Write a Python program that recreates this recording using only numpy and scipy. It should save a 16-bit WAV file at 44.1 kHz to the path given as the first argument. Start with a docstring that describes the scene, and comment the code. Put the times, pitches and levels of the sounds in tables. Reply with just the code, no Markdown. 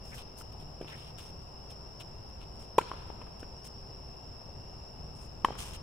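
"""Crickets trill to the left of the microphones, over the low rumble and hum of a town at night.
Close by, on an outdoor hard court, soles scuff and slide over grit, and ball and feet knock on the ground.
Far off, an engine pulls twice. An overhead smash comes at 2.8 s and a second stroke at 5.4 s:
the ball thumps into the strings and pops free, and the fences and walls throw each hit back."""
import sys
import numpy as np
from scipy import signal
from scipy.fft import rfft, irfft
from scipy.io import wavfile
from scipy.ndimage import uniform_filter1d

SR = 44100
rng = np.random.default_rng(int(sys.argv[2]) if len(sys.argv) > 2 else 0)


def store_wav(level_fs):
    """Save 16-bit WAV to argv[1]."""
    pcm = np.round(np.clip(np.atleast_2d(level_fs), -1, 1) * 32767)
    wavfile.write(sys.argv[1], SR, pcm.T.astype(np.int16))


N = 256662
TIME = np.arange(N) / SR


def amp(db):
    """Decibels to gain."""
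    return 10 ** (np.asarray(db) / 20)


def unit_rms(x):
    """Scales to rms 1."""
    return x / np.sqrt(np.mean(x ** 2) + 1e-20)


def at_hz(points, hz):
    """Reads a table on a log-frequency axis."""
    f, value = np.transpose(points)
    return np.interp(np.log(hz + 1), np.log(f + 1), value)


def add(mix, s, sound):
    """Mixes a stereo sound in at time s."""
    part = mix[:, max(round(s * SR), 0):][:, :sound.shape[1]]
    part += sound[:, :part.shape[1]]


def panned(x, balance_db):
    """Sets the level of the left microphone against the right."""
    return x * amp(np.array([[.5], [-.5]]) * balance_db)


def decay(t, t60):
    """Falls 60 dB in t60 seconds."""
    return np.exp(-np.log(1000) * t / t60)


def wander(per_s):
    """A smooth random drift of about unit size."""
    knots = rng.standard_normal(int(N / SR * per_s) + 2)
    return np.interp(TIME * per_s, np.arange(len(knots)), knots)


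def noise(colour, size, lag=0., likeness=0.74):
    """Coloured stereo noise at rms 1; its shared part reaches the left microphone lag seconds late."""
    hz = np.fft.rfftfreq(size, 1 / SR)
    shared, left, right = rfft(rng.standard_normal((3, size)))
    common = np.array([shared * np.exp(-2j * np.pi * hz * lag), shared])
    pair = np.sqrt(likeness) * common + np.sqrt(1 - likeness) * np.array([left, right])
    return unit_rms(irfft(pair * amp(at_hz(colour, hz)), size))


def trill(hz, rate, jitter_hz, glide_hz=240, unsteady=0.024):
    """Each closing of a cricket's wings scrapes out one pulse that starts quickly and falls in pitch."""
    beat = (rng.random() + np.cumsum(rate * (1 + unsteady * wander(5))) / SR) % 1
    pitch = hz + glide_hz * (.4 - beat) + jitter_hz * wander(160)
    pulse = np.sin(np.pi * np.minimum(beat / 0.8, 1) ** 0.78) ** 2
    return unit_rms(pulse * np.sin(2 * np.pi * np.cumsum(pitch) / SR))


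def scattered(x, diffuse, lead_s=0.000409):
    """Sound from the left, partly scattered by grass, fence and trees along slowly changing paths."""
    t = np.arange(4096) / SR
    paths = rng.standard_normal((2, 2, len(t))) * np.exp(-t / 0.036)
    one, other = signal.oaconvolve(x[None, None], paths, axes=2)[..., :N]
    turn = np.pi * wander(1.6)
    wash = np.cos(turn) * one + np.sin(turn) * other
    direct = np.array([x, np.interp(TIME - lead_s, TIME, x)])
    return np.sqrt(1 - diffuse) * unit_rms(direct) + np.sqrt(diffuse) * unit_rms(wash)


# Spectrum of the farthest crickets: f/Hz, relative level/dB
FAR_CHORUS = [(4300, -28), (4650, -20.5), (4900, -14), (5100, -0.5), (5300, -7), (5550, -5.5),
              (5750, -15.5), (5950, -21), (6200, -73)]
# Groups behind the near cricket: f/Hz, spread/Hz, jitter/Hz, wing rate/Hz, level/dB, L-R/dB, diffuse share
CRICKET_GROUPS = [(5350, 190, 75, 72, -57, -1, 0.79), (2774, 110, 130, 52, -71.5, 4, 0.35),
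                  (7430, 440, 220, 33, -77.5, -0.5, 1)]
# One lower cricket joins in briefly: t/s, level/dB
SHORT_TRILL = [(3.66, -95), (3.72, -66), (3.99, -71), (4.02, -95)]
def crickets(count=5, rate_spread=.03, near_db=-61, far_db=-60, waver_db=0.9):
    """One cricket is near; groups trill behind it, each animal at its own pitch; the far ones blur."""
    near = scattered(trill(hz=5300, rate=49, jitter_hz=64.5), diffuse=0.2)
    far = noise(FAR_CHORUS, N, lag=-0.000396, likeness=0.13)
    out = panned(amp(near_db) * near + amp(far_db) * far, balance_db=3.5)
    for hz, spread_hz, jitter_hz, rate, db, balance_db, diffuse in CRICKET_GROUPS:
        group = np.zeros(N)
        for offset in np.linspace(-1, 1, count):
            voice = trill(hz + offset * spread_hz, rate * (1 + rate_spread * offset), jitter_hz)
            group += np.exp(-1.3 * abs(offset)) * voice
        out += amp(db + waver_db * wander(5.3)) * panned(scattered(group, diffuse), balance_db)
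    joiner = scattered(trill(hz=4880, rate=55, jitter_hz=76.4), diffuse=0.66)
    return out + amp(np.interp(TIME, *np.transpose(SHORT_TRILL))) * joiner


# The distant town, heard from the court: f/Hz, level/dB in a 1 Hz band
TOWN_SPECTRUM = [(15, -75.5), (30, -65.5), (60, -69), (120, -72.5), (170, -76.5), (250, -83.5), (420, -83),
                 (780, -83), (1000, -86.5), (1400, -96), (2000, -103), (4500, -107), (6400, -115),
                 (9300, -111), (12000, -118), (16000, -120)]
# Slow contour that the rumble partly follows: t/s, relative level/dB
RUMBLE_CONTOUR = [(0, -46.5), (.14, -52), (4.6, -50.5), (5.2, -48.5), (5.82, -45)]
# How alike the town is at the two microphones: f/Hz, correlation
TOWN_LIKENESS = [(60, 0.97), (130, 0.97), (290, 0.38), (640, 0.24), (1410, 0.089), (3100, 0.33),
                 (6820, -0.9), (15000, 0.41)]
# The side it leans to: f/Hz, L-R/dB
TOWN_BALANCE = [(60, -0.5), (200, 0.5), (400, 3), (2400, 3.5), (4400, -0.5), (8000, -4.5), (15000, 7.5)]
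def town(patchy_db=0.67, swell=0.87, heaves_per_s=9.2, rumble_hz=220):
    """Far traffic and fans: a heaving rumble under a smooth wash."""
    size, hop = 2048, 512
    frames, hz = N // hop + 5, np.fft.rfftfreq(size, 1 / SR)
    a, b, c, d, patches = rng.standard_normal((5, frames, len(hz)))
    patches = unit_rms(uniform_filter1d(uniform_filter1d(patches, size=8, axis=0), size=14, axis=1))
    likeness = at_hz(TOWN_LIKENESS, hz)
    left = a + 1j * b
    right = likeness * left + np.sqrt(1 - likeness ** 2) * (c + 1j * d)
    contour = np.interp(TIME, *np.transpose(RUMBLE_CONTOUR)) + 1.5 * wander(heaves_per_s)
    heave = np.interp(np.arange(frames) * hop / SR, TIME, contour - contour.mean())
    steady_db = at_hz(TOWN_SPECTRUM, hz)
    field_db = steady_db + patchy_db * patches + swell * heave[:, None] / (1 + (hz / rumble_hz) ** 4)
    lean_db = at_hz(TOWN_BALANCE, hz) / 2
    spectra = np.array([left * amp(field_db + lean_db), right * amp(field_db - lean_db)])
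    wash = signal.istft(spectra.transpose(0, 2, 1), nperseg=size, noverlap=size - hop)[1][:, :N]
    return unit_rms(wash) * np.sqrt(np.sum(amp(steady_db) ** 2) * hz[1])


def machine_tone(hz, db, drift=0.0126, waver_db=2.5):
    """One tone that wavers in level and pitch."""
    peak = np.sqrt(2) * amp(db + waver_db * wander(12))
    pitch = hz * (1 + drift * wander(14))
    return peak * np.sin(2 * np.pi * np.cumsum(pitch) / SR)


# Steady tones around the court: f/Hz, level/dB
HUM_TONES = [(58.5, -59.5), (116, -66.5), (229.5, -68), (388, -68.5)]
def hum():
    """Floodlights and a blower hum faintly, the same in both microphones."""
    return sum(machine_tone(hz, db) for hz, db in HUM_TONES)


def light_steps(start_s=.3, end_s=3.3, per_s=4.3, length_s=0.025, hiss_db=-68.5, bite_db=1):
    """Soft, unevenly spaced steps of the run to the net, as rows of scuffs."""
    times = start_s + np.cumsum(rng.uniform(.5, 1.5, size=16)) / per_s
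    return [(s, length_s, hiss_db, bite_db) for s in times if s < end_s]


# Shoes of the two near players: t/s, length/s, grit hiss/dB, bite (sole rasp over the hiss)/dB
SCUFFS = [(.045, 0.12, -60.5, -2.5), (0.12, 0.032, -68.5, 21), (.143, 0.033, -51, -4),
          (0.174, 0.053, -53.5, 4.5), (.376, 0.049, -51, -13), (.524, .016, -62, 2), (.6, .04, -64.5, 5.5),
          (.875, 0.06, -61, 12.5), (.918, 0.04, -66.5, 20), (.955, .16, -63, 8.5),
          (1.18, 0.036, -52.5, 2.5), (1.218, 0.092, -58.5, 0.5), (1.702, 0.023, -56, 2),
          (2.001, .024, -52.5, 6.5), (2.408, 0.039, -66.5, 12), (2.595, 0.061, -61.5, -1),
          (2.884, .025, -64, 12), (2.96, 0.081, -69, 9.5), (3.396, 0.023, -58.5, -3),
          (3.645, 0.038, -50.5, -5.5), (5.15, 0.06, -62, -15), (5.208, 0.063, -58, -20),
          (5.584, 0.06, -43, -1.5), (5.64, 0.087, -50.5, -0.5), (5.733, 0.035, -49, 1)]
# Where each is, seen from the microphones: t/s, side (negative left, positive right)
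RUNNER_PATH = [(0, 0.4), (.55, 0.8), (1.2, 0.13), (2, 0.077)]
PARTNER_PATH = [(5, -1.12), (5.6, -0.47)]
# Hiss of the grit: f/Hz, relative level/dB
GRIT_COLOUR = [(1000, -1), (3500, -6), (5500, 5.5), (7200, 2.5), (9300, 5.5), (10700, -5), (12000, -4),
               (14000, -4.5), (16000, -10.5)]
# Rasp of the sole: multiple of the rasp centre, relative level/dB
RASP_COLOUR = [(.1, -13), (.35, 4), (.7, -6.5), (1, 5.5), (1.3, 1), (1.8, -12.5), (5, -48)]
def scuffs(grain_db=2.5, sag_db=6.5, release_s=0.0087, port_lag_s=0.00031, sizzle_db=4, sizzle_hz=11500):
    """A sole slides over grit, catching and slipping; it grips, fades as it slows and lifts off."""
    out, t = np.zeros((2, N)), (np.arange(12288) - 2048) / SR
    for s, length, hiss_db, bite_db in SCUFFS + light_steps():
        path = RUNNER_PATH if s < PARTNER_PATH[0][0] else PARTNER_PATH
        side = np.interp(s, *np.transpose(path))
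        attack_s = 0.0055 + 0.19 * length  # a longer slide takes longer to grip
        grip = (1 + np.tanh(2 * t / attack_s)) / 2
        lift = (1 - np.tanh(2 * (t - length) / release_s)) / 2
        pressure = grip * lift * amp(-sag_db * np.clip(t / length, 0, 1))
        roughness = unit_rms(uniform_filter1d(rng.standard_normal(len(t)), size=70))
        catches = unit_rms(amp(grain_db * roughness))
        # the top of the hiss is stronger from the right, shaded from the left
        hiss_colour = [(hz, db + sizzle_db * side * (hz > sizzle_hz)) for hz, db in GRIT_COLOUR]
        hiss = noise(hiss_colour, len(t), side * port_lag_s, likeness=0.34)
        rasp_hz = 2820 - 106 * np.clip(bite_db - 11, 0, 10)  # a hard bite rasps lower
        rasp_colour = [(k * rasp_hz, db) for k, db in RASP_COLOUR]
        rasp = noise(rasp_colour, len(t), side * port_lag_s, likeness=0.32)
        slide = amp(hiss_db) * (hiss + amp(bite_db) * rasp) * pressure * catches
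        add(out, s + t[0], panned(slide, balance_db=1.5)[:, t + s >= 0])
    return out


def thump(t, hz):
    """The air pushed by one short contact, centred on t = 0."""
    u = (np.pi * hz * t) ** 2
    return (1 - 2 * u) * np.exp(-u)


def ring(t, hz, t60, rise):
    """One mode that swells from t = 0 and dies away."""
    t = np.maximum(t, 0)
    return np.sin(2 * np.pi * hz * t) * (1 - np.exp(-t / rise)) * decay(t, t60)


def add_knock(mix, s, thump_db, pock_db, pock_hz, tick_db, balance_db=0, lead_s=.004):
    """A small impact is a low push, a short hollow ring and a tick of grit."""
    t = np.arange(4096) / SR - lead_s
    grit = noise([(400, 19), (1500, 4.5), (3000, 9.5), (4500, -16), (10000, -10), (16000, -27)], len(t))
    tick = grit * (t > 0) * decay(t, t60=0.057)
    pock = ring(t, pock_hz, t60=0.012, rise=0.00031)
    sound = amp(thump_db) * thump(t, hz=366) + amp(pock_db) * pock + amp(tick_db) * tick
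    add(mix, s - lead_s, panned(sound, balance_db))


# Ball bounces and footfalls: t/s, thump/dB, pock/dB, pock f/Hz, tick/dB
KNOCKS = [(0.411, -44, -37.5, 1330, -49), (0.8128, -28, -53, 840, -43.5), (.827, -37, -55, 900, -51),
          (.846, -39.5, -43, 990, -50), (2.9155, -38, -20.5, 1056, -45), (3.216, -45, -35, 1020, -45.5),
          (3.43, -33.5, -38.5, 1490, -47)]
def knocks():
    """Ball and feet knock on the hard court, centred between the microphones."""
    out = np.zeros((2, N))
    for row in KNOCKS:
        add_knock(out, *row)
    return out


# Pulls of a distant engine: start t/s, end t/s, level at the end/dB
ENGINE_PULLS = [(.56, 1.166, -54), (5, 5.16, -55.5)]
def engine(hz=152, rise_db_per_s=11, fade_s=0.036):
    """Far off, an engine's drone swells through each pull and drops away."""
    out = np.zeros(N)
    for start, end, db in ENGINE_PULLS:
        held = np.clip(TIME, start, end)
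        fade = np.exp(-((TIME - held) / fade_s) ** 2)
        out += machine_tone(hz, db - rise_db_per_s * (end - held)) * fade
    return out


# Racket strokes at the microphones: t/s, thump/dB, thump f/Hz, release/s, pop/dB, pop rise/s,
# string crack/dB, ground echo delay/s, ground echo share, L-R/dB
STROKES = [(2.7811, -11, 443, .00335, -9, 0.00089, -32.5, 0.002085, 0.88, 1.3),
           (5.4454, -23, 310, 0.00188, -3, 0.0015, -41.5, 0.001015, 0.22, 1.7)]
# Ball and strings ringing together, near racket and far: f/Hz, level against the pop/dB, t60/s
NEAR_RACKET_MODES = [(974, 6, 0.012), (1374, -27, 0.082), (1504, -23, 0.028), (2520, -8.5, 0.01),
                     (3150, -17, 0.017), (3930, -30, 0.019), (5800, -30, .016)]
FAR_RACKET_MODES = [(1060, 4, 0.01), (945, -22.5, 0.054), (1440, -18, 0.014), (1710, -8, 0.0096),
                    (2680, -20, 0.015), (3060, -5.5, 0.0065), (5520, -15.5, 0.0066)]
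# Crack of the strings: f/Hz, relative level/dB
CRACK_COLOUR = [(500, -11), (1300, 12), (1800, 4), (2600, 12), (4500, 1.5), (7500, -1.5), (9800, -1),
                (11000, -2), (11800, -8), (14000, -10), (16000, -18)]
def strokes(contact_s=0.0021, crack_t60=0.042, crack_rise_s=0.00067):
    """The ball flattens on the strings with a thump and a crack, then pops free; the ground echoes it."""
    out, t = np.zeros((2, N)), np.arange(4096) / SR
    for row, modes in zip(STROKES, (NEAR_RACKET_MODES, FAR_RACKET_MODES)):
        s, thump_db, thump_hz, release, pop_db, rise, crack_db, delay, ground, balance_db = row
        pop = sum(amp(db) * ring(t - release, hz, t60, rise) for hz, db, t60 in modes)
        body = amp(thump_db) * thump(t - contact_s, thump_hz) + amp(pop_db) * pop
        ground_echo = ground * np.interp(t - delay, t, body, left=0)
        # the strings rub on the felt while the ball is held
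        rub = (1 - np.exp(-t / crack_rise_s)) * decay(np.maximum(t - 2 * contact_s, 0), crack_t60)
        crack = amp(crack_db) * rub * noise(CRACK_COLOUR, len(t), likeness=0.25)
        add(out, s, panned(body + ground_echo + crack, balance_db))
    return out


# What each stroke throws sideways to the fences and walls: t/s, level going out/dB
CLAPS = [(2.784, -12), (5.447, -12.5)]
# Spectrum of that clap: f/Hz, relative level/dB
CLAP_COLOUR = [(200, -13), (500, 18.5), (900, -14), (1400, 7), (2000, -14), (2800, -5.5), (4500, -13),
               (9000, -23), (15000, -36)]
def claps(decay_s=0.0028):
    """Off to the sides a stroke is a short, broad clap; only its echoes reach the microphones."""
    out, t = np.zeros((2, N)), np.arange(2048) / SR
    for s, db in CLAPS:
        add(out, s, amp(db) * np.exp(-t / decay_s) * noise(CLAP_COLOUR, len(t), likeness=0.48))
    return out


# Single echoes arriving at the microphones: t/s, pock level/dB, pock f/Hz, L-R/dB
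WALL_SLAPS = [(2.8123, -35.5, 1470, 0), (2.935, -37.5, 1160, 5), (3.102, -35.5, 825, 19),
              (3.269, -44, 1220, 3), (5.4858, -25, 880, 2), (5.506, -24.5, 780, -1),
              (5.524, -37.5, 1160, 5), (5.553, -39, 1350, 3)]
def wall_slaps(thump_db=-9.5, tick_db=-16, tick_db_per_octave=26):
    """Walls and fences return the strokes as short slaps; a higher slap has more tick."""
    out = np.zeros((2, N))
    for s, db, hz, balance_db in WALL_SLAPS:
        bright_db = tick_db_per_octave * np.log2(hz / 1000)
        add_knock(out, s, db + thump_db, db, hz, db + tick_db + bright_db, balance_db)
    return out


# Decay of the tail from the buildings around the court: f/Hz, t60/s
COURT_T60 = [(200, 0.88), (1000, 1.8), (3000, 1.8), (8000, 0.32), (14000, 0.56)]
# Colour of that tail: f/Hz, level/dB
COURT_COLOUR = [(150, -30), (450, -21.5), (1000, -12.5), (1600, -16.5), (3200, -10), (8000, -10.5),
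                (14000, -20)]
def court_echoes(x, early_db=-22, early_t60=0.12):
    """Quick scatter from the net and fences, then a faint long tail from the buildings."""
    hz, t, spectra = signal.stft(rng.standard_normal((2, SR)), SR, nperseg=256)
    t60 = at_hz(COURT_T60, hz)[:, None]
    fade = decay(t, t60) * np.sqrt(2 * np.log(1000) / (t60 * SR))  # about equal energy in each band
    tail = signal.istft(spectra * fade * amp(at_hz(COURT_COLOUR, hz))[:, None], SR, nperseg=256)[1]
    age = np.arange(tail.shape[1]) / SR
    early = rng.standard_normal(tail.shape) * decay(age, early_t60) * (age > .005)
    early = signal.lfilter(*signal.butter(1, 700, "high", fs=SR), early / np.linalg.norm(early[0]))
    return signal.fftconvolve(x, tail + amp(early_db) * early, axes=1)[:, :N]


def scene(spill_db=-6):
    """The players on the court, with the night around them."""
    night = crickets() + town() + hum() + engine()
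    sideways = claps()
    play = strokes() + knocks() + wall_slaps() + scuffs()
    return night + play + court_echoes(amp(spill_db) * play + sideways)


# Left microphone port against the right: f/Hz, L-R/dB
PORT_BALANCE = [(3000, 0.5), (5300, 0.9), (6500, .5), (9300, 4.5), (10200, 7), (11200, -16), (12600, 3.5),
                (14000, -14), (16000, -4)]
def record(dry, edge_hz=15900):
    """The two microphone ports differ in the treble; the recorder cuts off above edge_hz."""
    balance_db = at_hz(PORT_BALANCE, np.fft.rfftfreq(N, 1 / SR))
    heard = irfft(panned(rfft(dry), balance_db), N)
    lowpass = signal.firwin(511, edge_hz, window=("kaiser", 9), fs=SR)
    return signal.oaconvolve(heard, lowpass[None], "same")


dry = scene()
out = record(dry)
store_wav(out)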